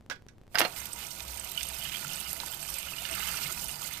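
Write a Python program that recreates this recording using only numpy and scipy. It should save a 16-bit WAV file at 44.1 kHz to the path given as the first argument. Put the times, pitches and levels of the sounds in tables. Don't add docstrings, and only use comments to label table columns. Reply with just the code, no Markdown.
import sys
import numpy as np
from scipy import signal
from scipy.fft import rfft, irfft
from scipy.io import wavfile

SR = 44100
rng = np.random.default_rng(int(sys.argv[2]) if len(sys.argv) > 2 else 0)


def unload_wav(signal):
    wavfile.write(
        sys.argv[1],
        SR,
        np.round(np.clip(np.atleast_2d(signal).T, -1, 1) * 32767).astype(np.int16),
    )


N = 176400
T = np.arange(N) / SR

# f/Hz, level/dB
ROOM_NOISE = [(20, -0.5), (66, -7.5), (160, -14.5), (350, -11), (500, -16), (1500, -31), (5000, -40),
              (15000, -50.5)]
# f/Hz, level/dB
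HUM_LINES = [(26, -79), (100, -64), (119, -64), (215, -69), (307, -80.5)]
# t/s, level/dB
HUM_TICKS = [(.0095, -44), (0.063, -41), (0.2224, -43), (.266, -41), (.383, -44), (0.4146, -45),
             (0.4357, -48), (.468, -46.5), (.479, -44)]
# t/s, level/dB, low-pass/Hz, high-pass/Hz, crack/dB, left/dB, body/dB
SHELL_NUDGES = [(.0992, -24, 5000, 260, 1, 0, -1.5), (.105, -37, 4000, 300, -10, -10, 0),
                (.111, -26, 3480, 280, -0.5, 2, 7), (.118, -30, 4030, 280, 0.5, -7, -12),
                (.125, -37.5, 6100, 300, 2, 0, -6), (.157, -45, 4000, 400, 3, 5, -11),
                (.2855, -34.5, 5930, 1780, -9.5, 3, -2.5)]
# f/Hz, level/dB, t60/s
BASKET_MODES = [(347, -27, 0.069), (600, -32, 0.035), (1481, -10, 0.1), (1653, -10, 0.069),
                (1740, -22, 0.076), (1990, -19, 0.041), (2234, -25, 0.068), (5500, 0.5, 0.0072)]
# f/Hz, level/dB
KNOCK_LEFT_SHADOW = [(250, -5.5), (800, -6), (1500, -13), (3000, -17), (5000, -22.5), (8000, -31),
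                     (15000, -28)]
# t/s, wash/dB, splatter/dB, gurgle/dB, treble/dB
SPRAY_LEVELS = [(0.72, -56, -63, -55, -48), (0.79, -57.5, -48.5, -49, -45), (0.93, -58.5, -62, -59.5, -46),
                (1.03, -51.5, -53.5, -47, -45), (1.08, -58, -61, -56.5, -47), (1.57, -57, -57, -50, -45.5),
                (1.58, -64, -56, -40.5, -44.5), (1.66, -57.5, -57.5, -47, -44.5),
                (1.82, -59.5, -53, -47.5, -44), (2.67, -55, -58, -52.5, -43),
                (2.79, -60, -53.5, -43, -43.5), (2.87, -58.5, -55, -48, -47), (3.072, -56.5, -53, -45, -45),
                (3.15, -58, -47.5, -45, -41), (3.28, -52, -46, -43, -39.5), (3.48, -54.5, -52, -47, -40),
                (3.57, -54.5, -54, -51, -42), (3.75, -58, -58.5, -54, -43), (3.79, -56, -56.5, -62, -48),
                (3.83, -55, -56.5, -49, -41), (3.95, -65, -53.5, -45, -44.5), (4.0, -55, -53, -50.5, -47.5)]
# f/Hz, level/dB
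SPRAY_SPECTRUM = [(200, -19.5), (340, -20.5), (460, -6.5), (700, -4), (1250, -2), (1700, -1), (2300, 6),
                  (2950, 9), (3600, 1), (5500, -2), (7000, -2), (8500, 1.5), (10500, -4.5), (12000, 2),
                  (13200, 1), (15200, -5.5)]
# f/Hz, level/dB
WATER_LEFT_SHADOW = [(200, 1.5), (400, -10), (700, -10), (1300, -11), (2400, -13), (4400, -20.5),
                     (6500, -26.5), (9000, -48), (12000, -28.5), (15000, -22)]
# f/Hz, level/dB, t60/s
SINK_MODES = [(62.2, -55, 0.81), (110, -70.5, 0.13), (147.8, -59.5, 0.46), (181.8, -59.5, 0.18),
              (215, -64, 0.058), (301, -68.5, 0.093), (358, -63.5, 0.028), (543.4, -66, 0.62),
              (662.5, -60, 0.22), (742, -67, 0.38), (958, -62, 0.2), (1284, -66, 0.21), (1433, -59, 0.067)]
# t/s, deepest mode/dB, upper modes/dB
SINK_SWELL = [(0.72, -64.5, -57), (0.8, -59.5, -61.5), (1.9, -49.5, -58), (2.09, -74, -54.5),
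              (2.17, -53, -56), (3.01, -56.5, -61), (3.08, -58, -54), (3.25, -46, -54), (3.38, -60, -56.5),
              (3.45, -58, -51), (3.57, -47.5, -56), (4.0, -57.5, -60)]
SHELL_FALLS = [(.5445, -19.5, 1900, 750, 0, 6, 0), (.548, -21, 1800, 750, -3, 4, 13),
               (.5552, -5, 2840, 1100, -13, 6.5, -13), (.5755, -10.5, 2200, 696, -9, 7, -3),
               (.5853, -5.5, 5900, 1490, -5, 1, -15), (.5935, -12.5, 14000, 9300, -2, -12, 11),
               (.597, -19.5, 2400, 487, 0.5, 15.5, -8), (.606, 0, 3050, 564, -26, 8, -15),
               (.6152, -2.5, 3350, 340, -9.5, 2.5, -2.5), (.63, -23, 1600, 275, 1, 1, 0.5),
               (.641, -13, 2500, 400, -6, 2, -1), (.6505, -13.5, 2830, 266, -2, 4.5, 2),
               (.657, -24, 3600, 400, -17, -5, 2)]
# f/Hz, level/dB, t60/s
HEAP_MODES = [(340, -27, 0.15), (548, -33, 0.14), (670, -31.5, 0.12), (730, -29, 0.13), (890, -32, 0.12),
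              (1230, -35, 0.12), (1455, -27, .045), (1553, -26, 0.05), (1790, -29, 0.08),
              (2140, -29.5, 0.12), (2290, -33, .08), (2810, -28, 0.06), (4170, -20, 0.02),
              (5540, -6, 0.014), (11500, -14, .014)]
# t/s, level/dB, f/Hz, t60/s
SHELL_BOUNCES = [(.5552, -18, 4950, 0.025), (0.5556, -14.5, 1520, .02), (0.5864, -19, 5450, 0.032),
                 (.5925, -18, 11330, 0.018), (0.649, -19.5, 4253, 0.04)]
# t/s, level/dB, f/Hz, splash against ring/dB
BIG_DROPS = [(0.8563, -24, 11750, -1), (0.9316, -18.5, 8200, -14), (1.204, -35.5, 3440, 13),
             (1.3734, -24, 8800, -4), (1.3967, -20, 8000, -5), (1.516, -25.5, 13000, 4),
             (1.5758, -14, 2995, -11), (1.6077, -25, 3280, 8.5), (1.6306, -21.5, 8170, 1),
             (1.631, -29.5, 3600, 5), (1.6867, -19.5, 8600, -11), (1.8525, -23, 3020, -3),
             (1.9196, -25, 2920, 4), (1.947, -19, 3220, -8), (1.958, -19.5, 3230, -5),
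             (2.0467, -26, 1395, -4), (2.133, -21.5, 11500, -2), (2.201, -20.5, 10040, -6),
             (2.3303, -16.5, 11500, -6), (2.4007, -21.5, 4010, 3), (2.434, -29, 972, 6),
             (2.5367, -27.5, 3180, -2), (2.629, -21.5, 8470, -9), (2.7405, -23, 8300, 1.5),
             (2.7846, -16.5, 8320, -8), (2.9346, -25.5, 2620, -16), (2.9831, -24, 2950, -3),
             (3.052, -21.5, 2826, 2), (3.112, -18.5, 8700, -12), (3.1382, -21.5, 2760, 0),
             (3.371, -21, 5660, -8), (3.4591, -23.5, 2160, -9), (3.6424, -18, 10250, -4),
             (3.693, -24.5, 2810, -2), (3.9346, -22.5, 12800, -3)]
# t/s, length/s, level/dB, f/Hz
DROP_RUNS = [(1.582, 0.082, -43.5, 2970), (1.794, 0.16, -40.5, 3067), (2.041, 0.24, -46, 2930),
             (2.751, 0.31, -51, 2640), (3.12, 0.38, -43, 2795), (3.159, 0.35, -45.5, 1350)]

BASIN_T60_S = 0.024
BUBBLE_DECAY_EXP = 0.4


def amp(db):
    return 10 ** (np.asarray(db) / 20)


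def unit(x):
    return x / np.sqrt(np.mean(x ** 2) + 1e-20)


def in_time(rows):
    times, *columns = np.transpose(rows)
    return [np.interp(T, times, column) for column in columns]


def cut(x, hz, kind, order=2):
    sos = signal.butter(order, np.clip(hz, 10, .45 * SR), kind, fs=SR, output="sos")
    return signal.sosfilt(sos, x + 1e-18)


def colour(x, points):
    hz, db = np.transpose(points)
    size = 2 ** 13
    grid_hz = np.maximum(np.arange(size // 2 + 1) * SR / size, 1)
    cepstrum = irfft(np.log(amp(np.interp(np.log(grid_hz), np.log(hz), db))))
    cepstrum[1:size // 2] *= 2
    cepstrum[size // 2 + 1:] = 0
    return signal.fftconvolve(x, irfft(np.exp(rfft(cepstrum))))[:N]


def drift(rate_hz):
    return unit(cut(rng.standard_normal(N + SR), rate_hz, "low")[SR:])


def ring(x, hz, t60_s):
    r, w = amp(-60 / (t60_s * SR)), 2 * np.pi * hz / SR
    return signal.lfilter([0, np.sin(w)], [1, -2 * r * np.cos(w), r * r], x + 1e-18)


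def decay(t, t60_s):
    return np.exp(-np.log(1000) * t / t60_s)


def burst(t60_s):
    return rng.standard_normal(SR // 2) * decay(T[:SR // 2], t60_s)


def add(out, at_s, sound):
    i = int(at_s * SR)
    out[i:i + len(sound)] += sound[:N - i]


def echoes(x, t60_s):
    tail = burst(t60_s) * np.minimum(T[:SR // 2] / 0.0018, 1)
    return signal.fftconvolve(x, tail / np.sqrt(np.sum(tail ** 2)))[:N]


def in_sink(pair, shadow, room_db):
    left, right = [x + amp(-11) * echoes(x, BASIN_T60_S)
                   + amp(room_db) * cut(echoes(x, t60_s=0.18), 6400, "low", order=1) for x in pair]
    return np.array([colour(left, shadow), right])


def background(step_s=0.012):
    steps = (T / step_s).astype(int)
    hum = sum(np.sqrt(2) * amp(db) * np.sin(2 * np.pi * hz * T + rng.standard_normal(N)[steps])
              for hz, db in HUM_LINES)
    for at_s, db in HUM_TICKS:
        add(hum, at_s, amp(db) * np.exp(-T[:SR // 20] / 0.0022))
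    mid, side = [unit(colour(rng.standard_normal(N), ROOM_NOISE)) for _ in range(2)]
    return hum + amp(-61.5) * (mid + 0.62 * side * [[1], [-1]])


def knocks(contacts, modes, tick_db, crack_t60_s):
    out, click = np.zeros((2, N)), signal.unit_impulse(SR // 2)
    for at_s, db, top_hz, low_hz, crack_db, left_db, body_db in contacts:
        body = np.zeros_like(click)
        for hz, mode_db, t60_s in modes:
            gain = amp(mode_db + rng.normal(0, 3.1)) * rng.choice([-1, 1])
            detune = 0.043 * rng.normal() * (hz > 3000)
            body += gain * ring(click, hz * (1 + detune), t60_s)
        shared_crack = burst(crack_t60_s)
        for ear, ear_db in zip(out, (left_db, 0)):
            crack = shared_crack + 0.47 * burst(crack_t60_s)
            hit = amp(body_db) * body + amp(tick_db) * click + amp(crack_db) * crack
            band = cut(cut(hit, top_hz, "low"), low_hz, "high")
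            add(ear, at_s, amp(db + ear_db) * (band + 0.13 * hit))
    return out


def impacts(per_s, spread_db):
    sizes = amp(spread_db * np.minimum(rng.exponential(1, N), 4.5)) * rng.choice([-1, 1], N)
    return sizes * (rng.random(N) < per_s / SR)


def bubbles():
    pitches_hz = np.geomspace(700, 14500, 48)
    clicks = impacts(per_s=1500, spread_db=4)
    pitch_index = rng.integers(0, len(pitches_hz), N)
    out = np.zeros(N)
    for k, hz in enumerate(pitches_hz):
        t60_s = 0.027 * (1000 / hz) ** BUBBLE_DECAY_EXP
        out += hz ** 0.24 * unit(ring(clicks * (pitch_index == k), hz, t60_s))
    return unit(out)


def spray(spurt_db=1.69, spurt_hz=22.4):
    mist = rng.standard_normal(N)
    drops = unit(impacts(per_s=1800, spread_db=3))
    water = colour(mist + amp(2.5) * drops + amp(0.5) * bubbles(), SPRAY_SPECTRUM)
    wash = cut(water, 1100, "low", order=4)
    splatter = cut(water, [1100, 2215], "band", order=3)
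    gurgle = cut(water, [2215, 4190], "band", order=3)
    treble = cut(water, 4190, "high", order=6)
    bands = zip((wash, splatter, gurgle, treble), in_time(SPRAY_LEVELS), (3.5, 7.5, 4, 6.5))
    return sum(unit(band) * amp(db + trim_db + spurt_db * drift(spurt_hz))
               for band, db, trim_db in bands)


def drop(hz, splash_db, attack_s=0.00047):
    t = T[:SR // 20]
    t60_s = 0.023 * (3000 / hz) ** BUBBLE_DECAY_EXP
    tone = np.sin(2 * np.pi * hz * t) * -np.expm1(-t / attack_s) * decay(t, t60_s)
    splash = rng.standard_normal(len(t)) * decay(t, t60_s=0.021)
    return tone + amp(splash_db) * cut(splash, [hz * 0.58, hz * 1.57], "band")


def splats(per_s=38, low_hz=2200, high_hz=10980, spread_db=3):
    out, treble_db = np.zeros(N), in_time(SPRAY_LEVELS)[-1]
    for when, pitch, size in rng.random((int(per_s * N / SR), 3)):
        hz = low_hz * (high_hz / low_hz) ** pitch
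        db = treble_db[int(when * N)] + 7.5 + spread_db * (2 * size - 1)
        add(out, when * N / SR, amp(db) * drop(hz, splash_db=4))
    return out


def sink_drumming(wander_db=3):
    deep_db, upper_db = [db - db.mean() for db in in_time(SINK_SWELL)]
    out = np.zeros((2, N))
    for k, (hz, db, t60_s) in enumerate(SINK_MODES):
        mode = ring(rng.standard_normal((2, N)), hz, t60_s)
        mid, side = cut(mode, [hz * 0.52, hz * 1.47], "band", order=1)
        pair = unit(mid) + amp(-11.5) * unit(side) * [[1], [-1]]
        left_gain = amp(np.interp(hz, *np.transpose(WATER_LEFT_SHADOW)))
        pan = np.array([[left_gain], [1]]) * 2 / (1 + left_gain)
        swell_db = (upper_db if k else deep_db) * (0.49 if hz > 250 else 1)
        out += amp(db + swell_db + wander_db * drift(rate_hz=6)) * pair * pan
    return out * amp(-3.5)


def shell_rings():
    out, click = np.zeros(N), signal.unit_impulse(SR // 2)
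    for at_s, db, hz, t60_s in SHELL_BOUNCES:
        add(out, at_s, amp(db) * ring(click, hz, t60_s))
    return out


def plinks():
    out = np.zeros(N)
    for at_s, db, hz, splash_db in BIG_DROPS:
        add(out, at_s, amp(db) * drop(hz, splash_db))
    return out


def patter(per_s=65, spread_db=5.5, detune=0.074):
    out = np.zeros(N)
    for start_s, length_s, db, centre_hz in DROP_RUNS:
        run = np.zeros(N)
        for when, pitch, size in rng.random((int(per_s * length_s) + 1, 3)):
            hz = centre_hz * (1 + detune * (2 * pitch - 1))
            gain = amp(spread_db * (2 * size - 1))
            add(run, start_s + when * length_s, gain * drop(hz, splash_db=-10))
        out += amp(db) * unit(run) * np.sqrt(length_s * SR / N)
    return out


def scene(fade_in_start_s=0.49, fade_in_length_s=0.25):
    fade_in = np.clip((T - fade_in_start_s) / fade_in_length_s, 0, 1)
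    nudges = knocks(SHELL_NUDGES, BASKET_MODES, tick_db=12.5, crack_t60_s=0.052)
    clatter = knocks(SHELL_FALLS, HEAP_MODES, tick_db=13.5, crack_t60_s=0.062) + shell_rings()
    right = fade_in * spray() + plinks() + patter() + fade_in * splats()
    left = 0.33 * right + 0.5 * echoes(right, BASIN_T60_S)
    left += amp(-6) * fade_in * spray()
    water = in_sink([left, right], WATER_LEFT_SHADOW, room_db=-11.5)
    steel = fade_in * sink_drumming()
    shells = in_sink(nudges + clatter, KNOCK_LEFT_SHADOW, room_db=-7.5)
    return water + steel + shells + background()


def record(dry, cutoff_hz=15400):
    return signal.sosfilt(signal.ellip(12, .1, 80, cutoff_hz, fs=SR, output="sos"), dry)


dry = scene()
out = record(dry)
unload_wav(out)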